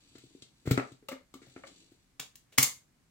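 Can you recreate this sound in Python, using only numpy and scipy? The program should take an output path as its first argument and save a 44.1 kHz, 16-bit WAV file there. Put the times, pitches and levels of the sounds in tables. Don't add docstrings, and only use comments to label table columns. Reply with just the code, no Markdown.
import sys
import numpy as np
from scipy import signal
from scipy.fft import rfft, irfft
from scipy.io import wavfile

SR = 44100
rng = np.random.default_rng(int(sys.argv[2]) if len(sys.argv) > 2 else 0)


def inscribe(sig):
    pcm = np.round(np.clip(np.atleast_2d(sig).T, -1, 1) * 32767)
    wavfile.write(sys.argv[1], SR, pcm.astype(np.int16))


N = 136710
TAIL = SR // 2
T = np.arange(TAIL) / SR

# (frequency [Hz], relative level [dB])
STICK_COLOUR = [(200, -8), (500, -2.5), (800, -10), (1200, -8.5), (1600, -4), (2200, -4), (3200, 0.5),
                (5000, -2), (7200, 1), (10000, -3.5), (15500, 0)]
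SLOT_COLOUR = [(450, -27.5), (650, -2.5), (900, -11), (1150, -8.5), (1340, 5), (1500, -2), (1750, -1),
               (2200, 2), (2700, -8), (3300, -18.5), (5000, -37)]
LATCH_COLOUR = [(1500, -20.5), (2600, -7.5), (4000, -1.5), (5600, -9), (7700, -4.5), (9500, -18),
                (13000, -31.5)]
STICK_FADE_S, SLOT_FADE_S, LATCH_FADE_S = 0.022, 0.02, 0.051


def falling_stick():
    # (time [s], clack [dB], brightness [dB/octave], bend [dB], ring [dB], thump [dB],
    # rise time [s])
    landings = [(2.1961, -46, -2.5, -59, -47.5, -53, 0.00027),
                (2.1981, -38.5, -1, -57, -69, -72.5, 0.00044), (2.3552, -52, 2, -92, -62, -77.5, 0.00056),
                (2.521, -59, -3, -70, -74, -78.5, 0.005), (2.5774, -36.5, -2, -48, -47.5, -65, 0.00058),
                (2.5798, -22, 3, -43, -35.5, -48.5, 0.00043), (2.5828, -18.5, 1.5, -27, -30, -32, .0009),
                (2.591, -27.5, 4.5, -43.5, -46.5, -42.5, 0.00071),
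                (2.611, -34, 3.5, -49.5, -39.5, -57, 0.00058),
                (2.6255, -20.5, 10, -53.5, -32.5, -65, 0.001),
                (2.6286, -20.5, 3.5, -42, -26.5, -48, 0.0007), (2.638, -31, 1.5, -48, -41, -59, 0.0012)]
    # (frequency [Hz], relative level [dB], fade time [s])
    bend_tones = [(1145, -6, 0.019), (1237, 0, 0.023), (1370, -7, .025), (2068, 2, 0.07), (2134, 0, 0.089),
                  (2236, 1, 0.055), (2307, 0.5, 0.036), (2870, -5.5, .05)]
    high_tones = [(6210, -2, .09), (6445, -2, .1), (6560, -4, .1), (6967, -1, .1), (7314, -1, .12),
                  (7590, -2, .11), (8367, -3, .07), (12846, -1, .07), (13631, -2, .07), (15203, -1, .07)]
    desk_tones = [(133.4, 1, 0.15), (265, 3, 0.051), (272, -10, 0.08), (402, -13.5, .05)]
    # (frequency [Hz], relative level [dB])
    shimmer_colour = [(3500, -27), (4500, -2.5), (5600, -17), (6300, 2), (7600, 1.5), (8800, -9),
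                      (11500, -11), (13000, -7), (14300, -12), (15300, -2)]
    out = np.zeros((2, N))
    for time, clack_db, brightness, bend_db, ring_db, thump_db, rise in landings:
        add(out, time, from_db(clack_db) * crack(STICK_COLOUR, STICK_FADE_S, brightness, rise))
        add(out, time + rise, from_db(bend_db) * ring(bend_tones))
        add(out, time + rise, from_db(thump_db) * ring(desk_tones))
        add(out, time, from_db(ring_db) * crack(shimmer_colour, fade_s=0.075, rise_s=rise))
        for channel in out:
            start = time + rise + rng.uniform(0, 0.00036)
            add(channel, start, 0.55 * from_db(ring_db) * ring(high_tones))
    add(out, 2.594, chatter())
    return out


def chatter(length_s=0.03, level_db=-35):
    touches = rms_one(play(random_touches(per_s=900), crack(STICK_COLOUR, STICK_FADE_S, tilt_db=2)))
    swell = signal.windows.tukey(int(length_s * SR))
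    return from_db(level_db) * swell * touches[:, -len(swell):]


def stick_twangs(rise_s=0.0015):
    # (time [s], level [dB], hardness [dB/octave])
    twangs = [(1.088, -44.5, 19), (1.114, -46, 12), (1.126, -44.5, -3), (1.351, -53, -9), (1.637, -54, 14)]
    # (frequency [Hz], relative level [dB], fade time [s])
    twang_tones = [(264, 0, .1), (545, -5, .068), (900, -25, .035), (1324, -36, .04)]
    soft_start = 1 - np.exp(-T / rise_s)
    out = np.zeros((2, N))
    for time, db, hardness in twangs:
        add(out, time, from_db(db) * unit_hit(soft_start * ring(twang_tones, hardness)))
    return out


def latch_snaps():
    # (time [s], level [dB], hardness [dB/octave])
    snaps = [(1.087, -46, 8), (1.119, -53, 0), (1.3415, -55.5, -7), (1.638, -56, -2)]
    # (frequency [Hz], relative level [dB], fade time [s])
    latch_tones = [(1195, 0, .034), (1285, -4, .022), (2190, -2, .035), (2860, -3, .022), (3610, -12, .03)]
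    out = np.zeros((2, N))
    for time, db, hardness in snaps:
        add(out, time, from_db(db) * ring(latch_tones, hardness))
    return out


def motherboard():
    # (time [s], desk thump [dB], board knock [dB], slot clack [dB],
    # latch click [dB], sharp edge [dB], hardness [dB/octave], rise time [s])
    contacts = [(.152, -57, -48, -57, -57.5, -111, -12, 0.0032),
                (0.18, -55, -84, -55, -59, -73, 46, 0.0018), (.236, -54, -51.5, -96, -85, -74, -36, 0.0057),
                (.348, -88, -47, -89, -71, -78, -28, 0.007), (.421, -54, -57, -65, -50, -88, -12, 0.00075),
                (0.653, -39.5, -43.5, -40.5, -48.5, -51, -1, 0.015),
                (0.6732, -23.5, -29.5, -41.5, -51.5, -56, -9, 0.0006),
                (.709, -14.5, -25.5, -29.5, -35, -33.5, 8.5, 0.0022),
                (0.7753, -36, -23, -24.5, -44, -60, -16, 0.0005),
                (.783, -37, -31, -29, -67, -67, -26, 0.00031),
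                (0.7902, -46, -31.5, -44, -60, -74, 0, 0.00049),
                (.797, -63, -63, -30, -57, -74, -20, .0005),
                (0.917, -47, -50.5, -80, -60, -71, -22, 0.0024),
                (1.024, -66, -54.5, -69, -129, -88, 11, 0.0028),
                (1.0847, -66, -69, -42.5, -45, -44.5, 27, 0.0014),
                (1.114, -74, -51, -42, -52.5, -54, 7, 0.0025),
                (1.125, -86, -51.5, -43.5, -59.5, -65, -13.5, 0.0018),
                (1.339, -79, -49.5, -64, -54, -58.5, -23, 0.0011),
                (1.353, -63, -53.5, -60.5, -71, -65, -9.5, 0.0048),
                (1.416, -62.5, -52, -54, -61.5, -84, -0.5, 0.0063),
                (1.466, -54, -62, -59.5, -73, -75, 46, 0.008),
                (1.5615, -62, -43, -46.5, -83, -101, -22, 0.001),
                (1.573, -66, -50.5, -54, -80, -95, -12, 0.0028),
                (1.636, -74, -75, -44, -79, -77, -33, 0.0014),
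                (1.668, -79, -59, -53.5, -52.5, -98, 31, 0.002),
                (1.917, -67, -55, -70, -70.5, -73, -41, 0.0028)]
    # (frequency [Hz], relative level [dB], fade time [s])
    desk_tones = [(69.8, -11, 0.037), (118, -11.5, 0.04), (128.7, 1.5, 0.14), (160.3, -5, 0.066),
                  (267, -2.5, 0.05)]
    board_tones = [(220, -14.5, 0.014), (279.5, -11, 0.08), (306.5, 11.5, 0.025), (360, 4, 0.044),
                   (416, -2.5, 0.086), (556, -19, 0.059), (655, -7.5, 0.0099)]
    # (frequency [Hz], relative level [dB])
    edge_colour = [(6000, -59), (9500, -14), (12000, -6.5), (15500, -5)]
    out = np.zeros((2, N))
    for time, thump_db, knock_db, clack_db, click_db, edge_db, hardness, rise in contacts:
        shake_time = time + 0.0018
        push = 1 - np.exp(-T / (0.78 * rise))
        add(out, shake_time, from_db(thump_db - 6) * unit_hit(push * ring(desk_tones)))
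        add(out, shake_time, from_db(knock_db - 6) * unit_hit(push * ring(board_tones, hardness)))
        add(out, time, from_db(clack_db - 8.5) * crack(SLOT_COLOUR, SLOT_FADE_S, 0.2 * hardness, rise))
        add(out, time, from_db(click_db - 2.5) * crack(LATCH_COLOUR, LATCH_FADE_S, rise_s=rise))
        add(out, time, from_db(edge_db - 3) * crack(edge_colour, fade_s=0.02, rise_s=rise))
    return out


def fingers():
    # (time [s], level [dB])
    loudness = [(0, -68), (0.252, -66), (.55, -76), (.88, -62.5), (1.0, -85), (1.27, -86), (1.45, -67),
                (1.801, -64), (1.951, -74), (2.148, -87)]
    # (frequency [Hz], relative level [dB])
    bump_colour = [(60, -16), (130, -5), (240, -1), (340, 0), (450, -5), (620, -20), (1000, -45),
                   (2000, -70)]
    bump_touches = random_touches(per_s=110)
    one_bump = crack(bump_colour, fade_s=0.012, rise_s=0.003)[0]
    bumps = from_db(-3.5) * rms_one(play(bump_touches, one_bump))
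    tick_touches = random_touches(per_s=700)
    one_tick = crack(LATCH_COLOUR, LATCH_FADE_S) + 0.061 * crack(SLOT_COLOUR, SLOT_FADE_S)
    ticks = rms_one(play(tick_touches, one_tick))
    level_db = np.interp(np.arange(N) / SR, *np.transpose(loudness))
    return from_db(level_db) * (bumps + ticks)


def room_echo(delay_s=0.0075, build_s=0.0015):
    # (frequency [Hz], fade time [s])
    fade_times = [(100, .26), (400, .255), (2000, .25), (7000, .245), (15000, .215)]
    # (frequency [Hz], relative level [dB])
    echo_levels = [(100, -18.5), (300, -5.5), (700, -0.5), (2000, -4), (7000, -2), (15000, -15.5)]
    white_spectrum = rfft(noise([(20, 0), (20000, 0)], TAIL))
    octave = np.log2(np.clip(np.fft.rfftfreq(TAIL, 1 / SR), 62.5, 16000))
    build_up = 1 - np.exp(-np.maximum(T - delay_s, 0) / build_s)
    out = 0
    for hz in np.geomspace(62.5, 16000, 9):
        fade = build_up * from_db(-60 * T / at_hz(fade_times, hz))
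        band = irfft(white_spectrum * np.maximum(1 - abs(octave - np.log2(hz)), 0), TAIL)
        out = out + from_db(at_hz(echo_levels, hz)) * band * fade / np.sqrt(np.sum(fade ** 2))
    return out


def background(level_db=-70):
    # (frequency [Hz], relative level [dB])
    rumble_colour = [(15, -28.5), (25, -5.5), (97, -5), (130, -4), (242, -9), (463, -19), (1000, -21),
                     (2200, -22), (3200, -27), (7500, -27), (11000, -32), (16000, -37)]
    return from_db(level_db) * noise(rumble_colour, N)


def ring(tones, tilt_db=0, spread_db=3):
    out = 0
    for hz, db, fade_s in tones:
        start_db = db + tilt_db * np.log2(hz) + spread_db * rng.standard_normal()
        out = out + from_db(start_db - 60 * T / fade_s) * np.sin(2 * np.pi * hz * T)
    return unit_hit(out)


def crack(colour, fade_s, tilt_db=0, rise_s=0):
    t = T[:TAIL // 4]
    rise_s = max(rise_s, 1e-5)
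    swell = 1 - np.exp(-t / rise_s)
    fade = from_db(-60 * t / (fade_s + 20 * rise_s))
    return unit_hit(noise(colour, len(t), likeness=0.48, tilt_db=tilt_db) * swell * fade)


def noise(colour, size, likeness=None, tilt_db=0):
    # (frequency [Hz], likeness [0 to 1])
    room_likeness = [(60, 0.94), (300, 0.64), (700, 0.12), (1500, 0.16), (16000, .02)]
    hz = np.fft.rfftfreq(size, 1 / SR)
    if likeness is None:
        likeness = at_hz(room_likeness, hz)
    middle, side = rfft(rng.standard_normal((2, size)))
    stereo = np.sqrt(1 + likeness) * middle + np.sqrt(1 - likeness) * side * [[1], [-1]]
    gain = from_db(at_hz(colour, hz) + tilt_db * np.log2(np.maximum(hz, 500)))
    return rms_one(irfft(gain * stereo, size))


def random_touches(per_s, spread_db=2.5):
    happens = rng.random(N) < per_s / SR
    direction = rng.choice([-1, 1], N)
    strength = from_db(spread_db * np.minimum(rng.exponential(1, N), 4))
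    return happens * direction * strength


def from_db(db):
    return 10 ** (np.asarray(db) / 20)


def at_hz(points, hz):
    frequencies, values = np.transpose(points)
    return np.interp(np.log(np.maximum(hz, 1)), np.log(frequencies), values)


def rms_one(x):
    return x / np.sqrt(np.mean(x ** 2) + 1e-20)


def unit_hit(x, window_s=0.023):
    return rms_one(x) * np.sqrt(window_s * SR / x.shape[-1])


def add(out, time, x):
    start = int(time * SR)
    out[..., start:start + x.shape[-1]] += x[..., :N - start]


def play(x, response):
    return signal.fftconvolve(np.atleast_2d(x), np.atleast_2d(response), axes=-1)[:, :N]


def place(x, lag_s, pan_db):
    samples = np.arange(N)
    late_right = np.interp(samples - lag_s * SR, samples, x[1])
    return np.array([x[0] * from_db(pan_db / 2), late_right * from_db(-pan_db / 2)])


def scene():
    board = motherboard() + stick_twangs() + latch_snaps() + fingers()
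    board = place(board, lag_s=0.00012, pan_db=2.6)
    pile = place(falling_stick(), lag_s=0.00004, pan_db=0)
    low_cut = signal.butter(3, 70, "high", fs=SR, output="sos")
    board, pile = signal.sosfilt(low_cut, [board, pile])
    echo = play(from_db(-2) * board + pile, room_echo())
    return board + pile + echo + background()


def record(dry):
    cutoff_hz = 15850
    return signal.sosfilt(signal.ellip(12, 0.2, 100, cutoff_hz, fs=SR, output="sos"), dry)


dry = scene()
out = record(dry)
inscribe(out)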